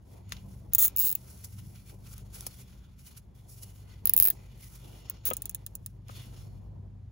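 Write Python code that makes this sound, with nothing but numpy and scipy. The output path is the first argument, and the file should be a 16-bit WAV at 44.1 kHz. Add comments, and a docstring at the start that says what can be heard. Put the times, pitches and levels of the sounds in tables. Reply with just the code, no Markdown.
"""Cable tie in an engine bay

In a garage, a nylon cable tie is pulled tight round a wiring loom: each tooth snaps past the pawl as a
bouncing click that rings head, strap and loom and leaves a smeared echo. Gloved hands rustle on braid (noise),
tap plastic (short noise) and knock a hollow housing (decaying modes); a motor hums far off (sines and rumble).
Heard close by in stereo; the treble is nearly one sound on both sides, the left delayed and phase-shifted."""
import sys
import numpy as np
from scipy import signal
from scipy.fft import rfft, irfft
from scipy.io import wavfile

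SR = 44100
rng = np.random.default_rng(int(sys.argv[2]) if len(sys.argv) > 2 else 0)


def unload_wav(signal):
    """Save mono or channel-first audio to the path in sys.argv[1] as 16-bit WAV at rate SR, clipped to [-1, 1]."""
    wavfile.write(
        sys.argv[1],
        SR,
        np.round(np.clip(np.atleast_2d(signal).T, -1, 1) * 32767).astype(np.int16),
    )


N = 313551   # samples, about 7.1 s

# Far motor, turning about 25 times a second. Each row: start in seconds, level in dB of multiples 2, 3, 4 and 5
# of the turning rate, level in dB of the rumble's 130-240 Hz part.
MOTOR_LEVELS = [(0.0, -58, -56, -58, -62, -65), (0.12, -70, -55, -52, -68, -64),
                (0.44, -54.5, -56.5, -52.5, -53.5, -58), (0.97, -54.5, -58, -54.5, -62.5, -68),
                (1.15, -65, -66, -69, -55.5, -67.5), (1.25, -53, -53.5, -61, -54, -66),
                (1.46, -81, -54.5, -51, -64, -64.5), (1.66, -58, -57, -49.5, -55, -56),
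                (1.72, -59, -72, -57, -58, -65), (2.2, -52, -56, -51, -54, -63.5),
                (2.97, -61, -60, -72, -69, -64), (3.64, -57, -61, -52.5, -55, -67),
                (4.1, -55, -53, -53, -70, -62), (4.65, -53.5, -67, -58, -56, -64),
                (5.29, -54.5, -54, -54.5, -59.5, -66), (6.54, -54.5, -83, -48.5, -53.5, -59),
                (6.97, -53.5, -67, -47, -58.5, -58.5), (7.11, -80, -47, -47.5, -53, -67)]
# A second, slowly falling drone. Each row: time in seconds, level in dB.
DRONE_LEVELS = [(0, -87), (.42, -56), (.85, -61.5), (1.35, -66), (2.24, -60), (4.45, -73), (5.54, -61.5),
                (7.11, -86)]
# Spectrum of the far rumble. Each row: frequency in Hz, relative density in dB per Hz.
RUMBLE_SPECTRUM = [(30, -54), (39, -16.5), (47, -8), (60, 9), (68, -6), (113, 0.5), (188, -6.5),
                   (260, -16.5), (700, -51), (1500, -55.5), (4000, -89.5)]
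# Spectrum of the still garage air. Each row: frequency in Hz, relative density in dB per Hz.
AIR_SPECTRUM = [(600, -20), (1200, 5), (2500, -2), (5000, -7), (8500, -11), (12000, -14), (15800, -16),
                (16300, -40)]
# How alike left and right are in the diffuse field. Each row: frequency in Hz, likeness from 0 to 1.
LIKENESS = [(40, 0.3), (70, 0.97), (130, 1), (290, 0.33), (640, 0.065), (1400, 0.44)]
# Loom and hoses shifting under the hands. Each row: time in seconds, level in dB before a 3 dB lift.
SHUFFLE_LEVELS = [(0, -70), (.2, -66), (.6, -65), (1.05, -67), (1.72, -69), (2.45, -66), (2.95, -72),
                  (3.65, -67), (3.96, -70), (4.2, -62), (4.6, -69), (4.93, -64), (5.47, -66), (5.92, -74),
                  (6.12, -66), (6.67, -65), (6.9, -69), (7.11, -73)]
# Spectrum of loom and hoses. Each row: frequency in Hz, relative density in dB per Hz.
HOSE_SPECTRUM = [(180, -7), (260, 0.6), (370, 2), (500, -2.5), (750, -5), (1000, -8), (1400, -28),
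                 (4000, -50)]
# Strokes of glove and sleeve on braid. Each row: peak in seconds, swell in seconds, fade in seconds,
# bright hiss in dB, dull rub in dB, both before a 3 dB lift; swell and fade are at least 5 ms in use.
BRAID_STROKES = [(.136, 0.12, 0.11, -65.5, -69), (.35, 0.12, 0.14, -66.5, -62.5),
                 (.426, 0.076, .06, -71, -72), (.52, 0.17, 0.25, -66, -69),
                 (0.722, 0.0052, 0.7, -70, -61.5), (.895, 0.14, 0.058, -60.5, -85.5),
                 (1.169, 0.16, 0.036, -68, -79), (1.31, 0.33, 1, -59, -67.5),
                 (1.445, 0.006, 0.023, -44.5, -61), (1.587, 0.0077, 0.035, -55, -59),
                 (1.755, 0.024, 0.075, -63, -62), (1.898, 0.035, 0.061, -54.5, -61),
                 (2.07, 0.056, .03, -62.5, -63.5), (2.141, 0.08, 0.0047, -51.5, -62),
                 (2.18, 0.059, 0.076, -59, -61), (2.345, 0.028, 0.25, -52, -63),
                 (2.409, 0.016, 0.12, -53, -66), (2.44, 0.17, 0.11, -76, -61.5),
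                 (2.52, 0.12, 0.092, -89, -67.5), (2.605, 0.28, 0.047, -57, -66),
                 (2.696, 0.24, 0.41, -71, -67.5), (2.994, 0.016, 0.12, -63.5, -71),
                 (3.078, 0.082, 0.051, -57.5, -67), (3.111, 0.03, 0.15, -64.5, -67),
                 (3.177, 0.014, 0.025, -50.5, -60.5), (3.353, .012, 0.19, -68.5, -74.5),
                 (3.496, 0.022, 0.45, -57, -75), (3.562, 0.066, 0.51, -84, -68.5),
                 (3.633, 0.03, 0.017, -48, -64), (3.94, 0.42, 0.15, -73.5, -68),
                 (4.053, 0.017, 0.46, -63.5, -62.5), (4.33, 0.062, 0.064, -60, -72),
                 (4.364, 0.054, 1, -72, -68.5), (4.643, 0.063, 0.075, -51.5, -59.5),
                 (4.756, 0.1, 0.043, -55.5, -64.5), (4.849, 0.11, 0.26, -61.5, -65.5),
                 (4.99, 0.15, 0.059, -63, -62), (5.108, 0.17, 0.16, -72, -61.5),
                 (5.258, 0.019, 0.19, -61, -55.5), (5.45, 0.17, 0.58, -74, -72),
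                 (5.701, 0.12, 0.3, -78, -87.5), (5.87, .1, 0.12, -72.5, -86),
                 (6.098, 0.038, 0.19, -63, -62)]
# The hands slide off. Each row: the same columns as the strokes on braid.
LETTING_GO = [(6.16, .06, .35, -60, -61), (6.38, .18, .2, -64, -63)]
# Spectrum of bright hiss. Each row: frequency in Hz, relative density in dB per Hz.
HISS_SPECTRUM = [(3000, -21.5), (5500, -4), (7000, -7), (8800, -1.5), (11000, -2.5), (13000, -4),
                 (15700, -2.5), (16300, -35)]
# Spectrum of dull rubbing. Each row: frequency in Hz, relative density in dB per Hz.
RUB_SPECTRUM = [(500, -40.5), (1000, -5), (1600, -10.5), (2500, -5.5), (4000, -4.5), (5500, -8.5),
                (6800, -7), (9000, -44.5)]
# Knuckle knocks on a hollow housing. Each row: time in seconds, drive level in dB, hardness in dB per octave,
# share of the free ring time.
KNUCKLE_KNOCKS = [(.322, -41.5, 18, 0.14), (2.466, -44, 6, 0.99), (5.289, -40, -1, 0.85),
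                  (5.3092, -36, 5, 0.72), (5.311, -31.5, 4.5, 1), (5.314, -40.5, 8, 1), (5.319, -39, 3, 1),
                  (6.0932, -41.5, 9, 0.21), (6.0972, -35, 2.5, 0.24), (6.102, -55, 9, 0.25)]
# Modes of the housing. Each row: frequency in Hz, level in dB before scatter, free 60 dB decay in seconds.
HOUSING_MODES = [(240, -0.5, 0.058), (374, -3, 0.052), (514, 3.5, 0.038), (806, 3.5, 0.014), (970, -5, .02),
                 (1252, -6, 0.056), (1730, -14.5, 0.017), (2070, -12, 0.012), (2590, -11, 0.008),
                 (3190, -13.5, 0.01), (3570, -16, 0.0045)]
# Fingers and strap tapping on plastic. Each row: time in seconds, bright part in dB and low part in dB before
# the gains of the two parts, 60 dB decay in seconds before its limits.
PLASTIC_TAPS = [(0.2926, -44, -68, 0.028), (0.3207, -31.5, -37.5, 0.052), (0.367, -57, -50.5, 0.038),
                (1.44, -44, -49, 0.0063), (2.18, -34, -70, 0.015), (2.408, -23.5, -56, 0.0086),
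                (2.4655, -20.5, -68, 0.035), (6.0833, -39.5, -52, 0.015)]
# Teeth that snap one by one. Each row: time in seconds, drive level in dB before the resonances.
SINGLE_TEETH = [(0.7349, -8.5), (0.7487, -2.5), (0.7529, -6.5), (0.8656, -24), (0.8712, -14),
                (0.8797, -13.5), (1.1519, -11.5), (4.0554, -4.5), (4.0724, -5.5), (4.0949, -2.5),
                (4.1362, -3), (4.1652, -2.5), (4.1772, -1.5), (4.1886, -8.5), (4.1999, 0.5), (4.2112, -11),
                (4.2245, 0), (4.2326, -4.5), (4.2427, -6), (4.2528, -5), (4.261, -7), (4.2728, -5.5),
                (4.2842, -7), (4.3019, -6.5), (5.0982, -14.5), (5.3028, -14), (5.3347, -18), (5.3681, -19),
                (5.4204, -21), (5.456, -20), (5.4948, -20.5), (5.511, -37), (5.5474, -19), (5.664, -22.5),
                (5.753, -23), (5.8617, -22)]
# Even draws of the strap, one list each. Each row: time in seconds, teeth passed, drive level in dB.
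EVEN_DRAWS = [
    [(.7822, 0, -9), (.7911, 4, -10), (.7987, 7, -12.5), (.814, 13, -11), (.8212, 16, -10), (.83, 20, -11),
     (.8387, 24, -10.5), (.8471, 28, -10), (.8539, 31, -11.5), (.8589, 33, -13), (.862, 34, -15)],
    [(.9628, 0, -11), (.9726, 1, -10.5), (.9833, 2, -10.5), (.991, 3, -10), (.9982, 4, -10.5),
     (1.0089, 6, -12), (1.0174, 8, -12.5), (1.0297, 10, -13.5), (1.0466, 13, -11.5), (1.0769, 18, -11.5),
     (1.0839, 19, -11.5), (1.1024, 21, -13), (1.1263, 23, -14)],
    [(5.2533, 0, -14), (5.2655, 2, -15), (5.2745, 4, -13), (5.2803, 5, -15.5), (5.2878, 6, -17)],
]
# The pawl lands and rebounds. Each row: delay in seconds, level in dB.
PAWL_BOUNCES = [(.0001, 0), (.0004, -8), (.001, -11)]
# Settings of the tie from each start on; a row may begin a new pull or change the colour partway through one.
# Each row: start in seconds, head in Hz, head in dB, pawl tip in dB, shank in dB, # strap in Hz, strap width in
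# Hz, strap in dB, loose end in Hz, loose end in dB, loom in dB, # loom tilt in dB per octave. Levels are before
# the scatter from tooth to tooth.
STRAP_PULLS = [(0.699, 14900, 17.5, 5.5, 2, 7370, 1820, 9.5, 3465, -17, -26, -1),
               (0.931, 14300, 12.5, 14.5, 6.5, 7760, 1290, 10, 4140, -42, -21.5, 5),
               (4.0, 14830, 9.5, 4.5, 13, 9140, 1440, 6.5, 6010, -9.5, -22, 3.5),
               (4.247, 15100, 8.5, 6, 15.5, 9300, 1440, 2.5, 2060, -16, -20.5, 0),
               (5.048, 14600, 17.5, 9, -3, 9000, 1500, 9, 6630, 3, -16.5, 1),
               (5.331, 14600, 7.5, 12, 2, 8660, 1450, 22.5, 6590, 6, -15, 2.5)]
# Resonances of the loom under the tie. Each row: frequency in Hz, width in Hz, relative level in dB.
LOOM_MODES = [(5100, 330, 8), (3710, 740, 8.5), (2590, 160, 14), (1850, 250, 8.5), (1310, 300, 9.5),
              (800, 890, 2.5), (6020, 1500, 2.5), (3240, 250, 4), (4450, 570, 2)]

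MOTOR_HZ, RUMBLE_LIFT_DB, AIR_DB = 24.71, 10.5, -79   # the lift: whole rumble over its 130-240 Hz part
DRONE_HZ, DRONE_SAG_HZ_PER_S = 196, 2.6
STROKE_RANGE_DB = 20   # level lost over one swell or fade time
# narrow bands added to the rub, whose levels drift by chance
PATCH_WIDTH_HZ, PATCH_DB, PATCH_SWING_DB, PATCH_RATE_HZ = 200, 1, 5, 4
KNOCK_RIGHT_LOSS_DB, MODE_SCATTER_DB = 6, 1.5
TOOTH_JITTER_S, TOOTH_SCATTER_DB = .00006, .8
HEAD_WIDTH_HZ, SHANK_HZ, SHANK_WIDTH_HZ = 2360, 13100, 1900
TIP_HZ, TIP_WIDTH_HZ, LOOSE_WIDTH_HZ = 15600, 260, 550
SEAT_LOOM_DB, SEAT_STRAP_DB = 3, .8   # each tooth seats its own way: scatter of the resonances
ECHO_LENGTH = 4000   # samples
ECHO_DB, ECHO_T60_S, TAIL_DB, TAIL_T60_S = -28, .038, -16, .06   # the tail is relative to the echo
NEAR_WALL_S, FAR_WALL_S, FAR_WALL_LIFT = .001, .0033, .4
LAST_WALL_S, OPEN_LOSS_DB = .0045, -7   # past the last near surface the echo drops
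FRESH = .3   # share of the echo that is new each time
LOOM_SNAP, LOOM_SMEAR = 1.4, 4.22   # how much the loom takes of the snap and of its echo
LOOM_LAG = 9   # samples by which the left side hears the snap in the loom later
CAPSULE_HZ, CUTOFF_HZ = 15780, 17119   # the microphone falls off above the first, the top is cut at the second
SHARED_TREBLE_HZ, LEFT_LAG = 6400, 9   # lag in samples


def from_db(db):
    """Decibels to an amplitude factor."""
    return 10 ** (np.asarray(db) / 20)


def rms_one(x):
    """Scale to an rms of 1."""
    return x / np.sqrt(np.mean(x ** 2) + 1e-20)


def in_time(rows):
    """Straight lines between timed rows, one curve a column."""
    s, *columns = np.transpose(rows)
    return [np.interp(np.arange(N) / SR, s, column) for column in columns]


def at_hz(points, hz):
    """Read a curve over log frequency."""
    points_hz, values = np.transpose(points)
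    return np.interp(np.log(hz + 1), np.log(points_hz), values)


def drift(rate_hz):
    """Slow chance around zero, spread 1: noise through two equal low-passes, run at every 40th sample."""
    r = np.exp(-80 * np.pi * rate_hz / SR)
    noise = rng.standard_normal(N // 40 + 2002)
    slow = signal.lfilter([1], [1, -2 * r, r * r], noise)[2000:]   # settled part
    return np.interp(np.arange(N) / 40, np.arange(len(slow)), rms_one(slow))


def coloured(x, spectrum):
    """Two channels shaped by a spectrum and blended to the likeness of a diffuse field; rms 1."""
    hz = np.arange(N // 2 + 1) * SR / N
    mid, side = rfft(x) * from_db(at_hz(spectrum, hz))
    alike = np.clip(at_hz(LIKENESS, hz), 0, 1)
    pair = np.sqrt(1 + alike) * mid + np.sqrt(1 - alike) * side * [[1], [-1]]
    return rms_one(irfft(pair, N))


def resonate(x, modes):
    """Parallel resonances of (Hz, width in Hz, dB), signs alternating."""
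    out = 0
    for k, (hz, width, level_db) in enumerate(modes):
        r = np.exp(-np.pi * width / SR)
        b = [(1 - r * r) / 2, 0, (r * r - 1) / 2]
        a = [1, -2 * r * np.cos(2 * np.pi * hz / SR), r * r]
        out = out + (-1) ** k * from_db(level_db) * signal.lfilter(b, a, x)
    return out


def boost(x, hz, width, level_db, strength):
    """Lifts a band by a resonance added to the sound, leaves the rest."""
    return x + (from_db(level_db) - 1) * resonate(strength * x, [(hz, width, 0)])


def spikes(s, level_db):
    """One-sample impulses at the given seconds."""
    out = np.full(N, 1e-12)
    np.add.at(out, (np.asarray(s) * SR).astype(int), from_db(level_db))
    return out


def garage(waver_db):
    """Far off: motor multiples that waver, a falling drone, rumble and still air."""
    t = np.arange(N) / SR
    *lines_db, rumble_db = in_time(MOTOR_LEVELS)
    drone_db, = in_time(DRONE_LEVELS)
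    drone_hz = DRONE_HZ - DRONE_SAG_HZ_PER_S * t + 0.88 * drift(1.5)
    hum = from_db(drone_db) * np.sin(2 * np.pi * np.cumsum(drone_hz) / SR)
    turn = 2 * np.pi * MOTOR_HZ * t
    for multiple, line_db in enumerate(lines_db, start=2):
        level = from_db(line_db + waver_db * drift(4.1))
        phase = 2 * np.pi * rng.random() + 0.32 * drift(2.0)
        hum += level * np.sin(multiple * turn + phase)
    hum = np.sqrt(2) * hum * from_db([[.6], [-.6]])   # a little louder on the left
    rumble = from_db(rumble_db + RUMBLE_LIFT_DB) * coloured(rng.standard_normal((2, N)), RUMBLE_SPECTRUM)
    air = from_db(AIR_DB) * coloured(rng.standard_normal((2, N)), AIR_SPECTRUM)
    return hum + rumble + air


def strokes():
    """Each stroke swells to its peak and fades at steady dB rates; overlapping strokes add in power."""
    t, power = np.arange(0, N, 64) / SR, 1e-12
    for s, swell_s, fade_s, *levels_db in BRAID_STROKES + LETTING_GO:
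        away = np.where(t < s, (s - t) / max(swell_s, .005), (t - s) / max(fade_s, .005))
        power = power + from_db(np.array(levels_db)[:, None] - STROKE_RANGE_DB * away) ** 2
    return [np.interp(np.arange(N) / SR, t, 10 * np.log10(p)) for p in power]


def patchy(x):
    """Patchy rub: narrow noise bands over about two octaves, whose levels drift by chance."""
    patched = x
    for hz in np.geomspace(1300, 6500, 9) * rng.uniform(.93, 1.07, 9):
        level_db = PATCH_DB + PATCH_SWING_DB * np.clip(drift(PATCH_RATE_HZ), -3, 2)
        patched = patched + from_db(level_db) * resonate(x, [(hz, PATCH_WIDTH_HZ, 0)])
    return rms_one(patched)


def rustle(grain_db, flutter_db):
    """Rubber dragged over weave: noise of uneven grains whose level flutters with the grip."""
    hiss_db, rub_db = strokes()
    shuffle_db, = in_time(SHUFFLE_LEVELS)
    grains = rng.standard_normal((3, 2, N)) * from_db(grain_db * rng.standard_normal((3, 2, N)))
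    flutter = flutter_db * drift(29)
    hiss = from_db(hiss_db + flutter) * coloured(grains[0], HISS_SPECTRUM)
    rub = from_db(rub_db + flutter + 1.2 * drift(2.8)) * patchy(coloured(grains[1], RUB_SPECTRUM))
    shuffle = from_db(shuffle_db + 2.5 * drift(10)) * coloured(grains[2], HOSE_SPECTRUM)
    return np.sqrt(2) * (hiss + rub + shuffle)


def knocks(scuff_db, scuff_s):
    """A blow with a short scuff rings the housing, each its own way; weaker and struck a little later at right."""
    length = 6000   # samples
    out = np.zeros((2, N))
    scatter = rng.standard_normal((len(KNUCKLE_KNOCKS), len(HOUSING_MODES)))
    for (s, level_db, hard_db, share), chance in zip(KNUCKLE_KNOCKS, scatter):
        start = int(s * SR)
        scuff = from_db(scuff_db - 60 * np.arange(length) / (scuff_s * share * SR))
        blow = scuff * rng.standard_normal((2, length))
        blow[0, 0], blow[1, 17] = 1, 1   # the impact itself
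        blow[1] *= from_db(-KNOCK_RIGHT_LOSS_DB)
        for k, (hz, mode_db, t60) in enumerate(HOUSING_MODES):
            r = from_db(-60 / (t60 * max(share, .1) * SR))
            w = 2 * np.pi * hz / SR
            tilt_db = hard_db * np.log2(hz / HOUSING_MODES[2][0])
            gain = from_db(level_db + mode_db + tilt_db + MODE_SCATTER_DB * chance[k])
            ring = signal.lfilter([0, np.sin(w)], [1, -2 * r * np.cos(w), r * r], blow)
            out[:, start:start + length] += (-1) ** k * gain * ring
    return out


def taps():
    """Short contacts: noise with a bright and a low part that decay together."""
    bright, low = np.zeros(N), np.zeros(N)
    for s, level_db, low_db, t60 in PLASTIC_TAPS:
        at = int(s * SR)
        shape = from_db(-60 * np.arange(4000) / (np.clip(t60, .004, .09) * SR))
        bright[at:at + 4000] += from_db(level_db) * shape
        low[at:at + 4000] += from_db(low_db) * shape
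    bright_noise = coloured(rng.standard_normal((2, N)), HISS_SPECTRUM)
    low_noise = coloured(rng.standard_normal((2, N)), RUB_SPECTRUM)
    return 0.41 * bright * bright_noise + 1.2 * low * low_noise


def drawn_teeth(draw):
    """One snap at every whole tooth of travel, with a little scatter in time and level."""
    s, passed, level_db = np.transpose(draw)
    k = np.arange(passed[-1] + 1)
    snap_s = np.interp(k, passed, s) + TOOTH_JITTER_S * rng.standard_normal(len(k))
    snap_db = np.interp(k, passed, level_db) + TOOTH_SCATTER_DB * rng.standard_normal(len(k))
    return np.column_stack([snap_s, snap_db])


def bay_echo(teeth):
    """Decaying noise behind each snap, stepped by near surfaces; partly alike from tooth to tooth."""
    t = np.arange(ECHO_LENGTH) / SR
    early = from_db(-60 * t / ECHO_T60_S + OPEN_LOSS_DB * (t > LAST_WALL_S))
    early = early * (1 + (t > FAR_WALL_S) * FAR_WALL_LIFT)
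    tail = from_db(TAIL_DB - 60 * t / TAIL_T60_S)
    echo = from_db(ECHO_DB) * ((early + tail) * (t > NEAR_WALL_S))[None]
    alike = signal.fftconvolve(teeth, echo * rng.standard_normal((2, ECHO_LENGTH)))
    fresh = signal.fftconvolve(teeth, echo) * rng.standard_normal(alike.shape)
    return (np.sqrt(1 - FRESH) * alike + np.sqrt(FRESH) * fresh)[:, :teeth.shape[1]]


def ratchet(click_db):
    """Pawl clicks that bounce and echo drive the tie's head and strap, and the loom and loose end."""
    s, level_db = np.vstack([SINGLE_TEETH, *map(drawn_teeth, EVEN_DRAWS)]).T
    out = np.zeros((2, N))
    ends = [pull[0] for pull in STRAP_PULLS[1:]] + [N / SR]
    for pull, end in zip(STRAP_PULLS, ends):
        start, head_hz, head_db, tip_db, shank_db, strap_hz, strap_width, strap_db = pull[:8]
        loose_hz, loose_db, loom_db, tilt_db = pull[8:]
        mine = (s >= start) & (s < end)
        span = slice(int(start * SR), int((start + .7) * SR))
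        teeth = spikes(s[mine], level_db[mine] + click_db)[None, span]
        clicks = sum(from_db(bounce_db) * np.roll(teeth, round(lag * SR)) for lag, bounce_db in PAWL_BOUNCES)
        smear = bay_echo(teeth)

        # the seating holds from one tooth to the next, and changes just ahead of the snap
        now = start + np.arange(teeth.shape[1]) / SR + .0003
        latest = np.searchsorted(np.sort(s[mine]), now)
        seat = rng.standard_normal((mine.sum() + 1, len(LOOM_MODES) + 5))[latest].T
        firm = from_db(SEAT_STRAP_DB * seat[-4:])

        ring = signal.lfilter([1, -1], [2], clicks + smear)   # a small body radiates better the higher the pitch
        ring = boost(ring, head_hz, HEAD_WIDTH_HZ, head_db, firm[0])
        ring = boost(ring, SHANK_HZ, SHANK_WIDTH_HZ, shank_db, firm[1])
        ring = boost(ring, strap_hz, strap_width, strap_db, firm[2])
        ring = boost(ring, TIP_HZ, TIP_WIDTH_HZ, tip_db, firm[3])
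        above_strap = signal.butter(6, 0.84 * strap_hz, "high", fs=SR, output="sos")
        out[:, span] += signal.sosfilt(above_strap, ring)   # cuts away what lies below the strap

        body = []
        for hz, width, mode_db in LOOM_MODES:
            body.append((hz, width, loom_db + mode_db + tilt_db * np.log2(hz / LOOM_MODES[1][0])))
        body.append((loose_hz, LOOSE_WIDTH_HZ, loose_db))
        shake = LOOM_SNAP * np.vstack([np.roll(teeth, LOOM_LAG), teeth]) + LOOM_SMEAR * smear
        for k, mode in enumerate(body):
            out[:, span] += (-1) ** k * resonate(from_db(SEAT_LOOM_DB * seat[k]) * shake, [mode])
    return out


def scene():
    """The far garage, the hands on the loom, then the tie itself close by."""
    background = garage(waver_db=0.5)
    hands = rustle(grain_db=4, flutter_db=2.0) + knocks(scuff_db=-26, scuff_s=.035) + taps()
    return background + hands + ratchet(click_db=0.0)


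def record(dry):
    """The treble is nearly one sound on both sides, the left later and a quarter cycle on; the top is cut."""
    hz = np.arange(N // 2 + 1) * SR / N
    capsule = signal.butter(9, CAPSULE_HZ, fs=SR, output="sos")
    left, right = rfft(signal.sosfilt(capsule, dry))
    share = .95 * np.clip((hz - SHARED_TREBLE_HZ) / 1600, 0, 1)
    shifted = right * 1j * np.exp(-2j * np.pi * hz * LEFT_LAG / SR)
    left = np.sqrt(1 - share) * left + np.sqrt(share) * shifted
    top_cut = signal.cheby2(16, 55, CUTOFF_HZ, fs=SR, output="sos")
    return signal.sosfilt(top_cut, irfft(np.array([left, right]), N))


dry = scene()
out = record(dry)
unload_wav(out)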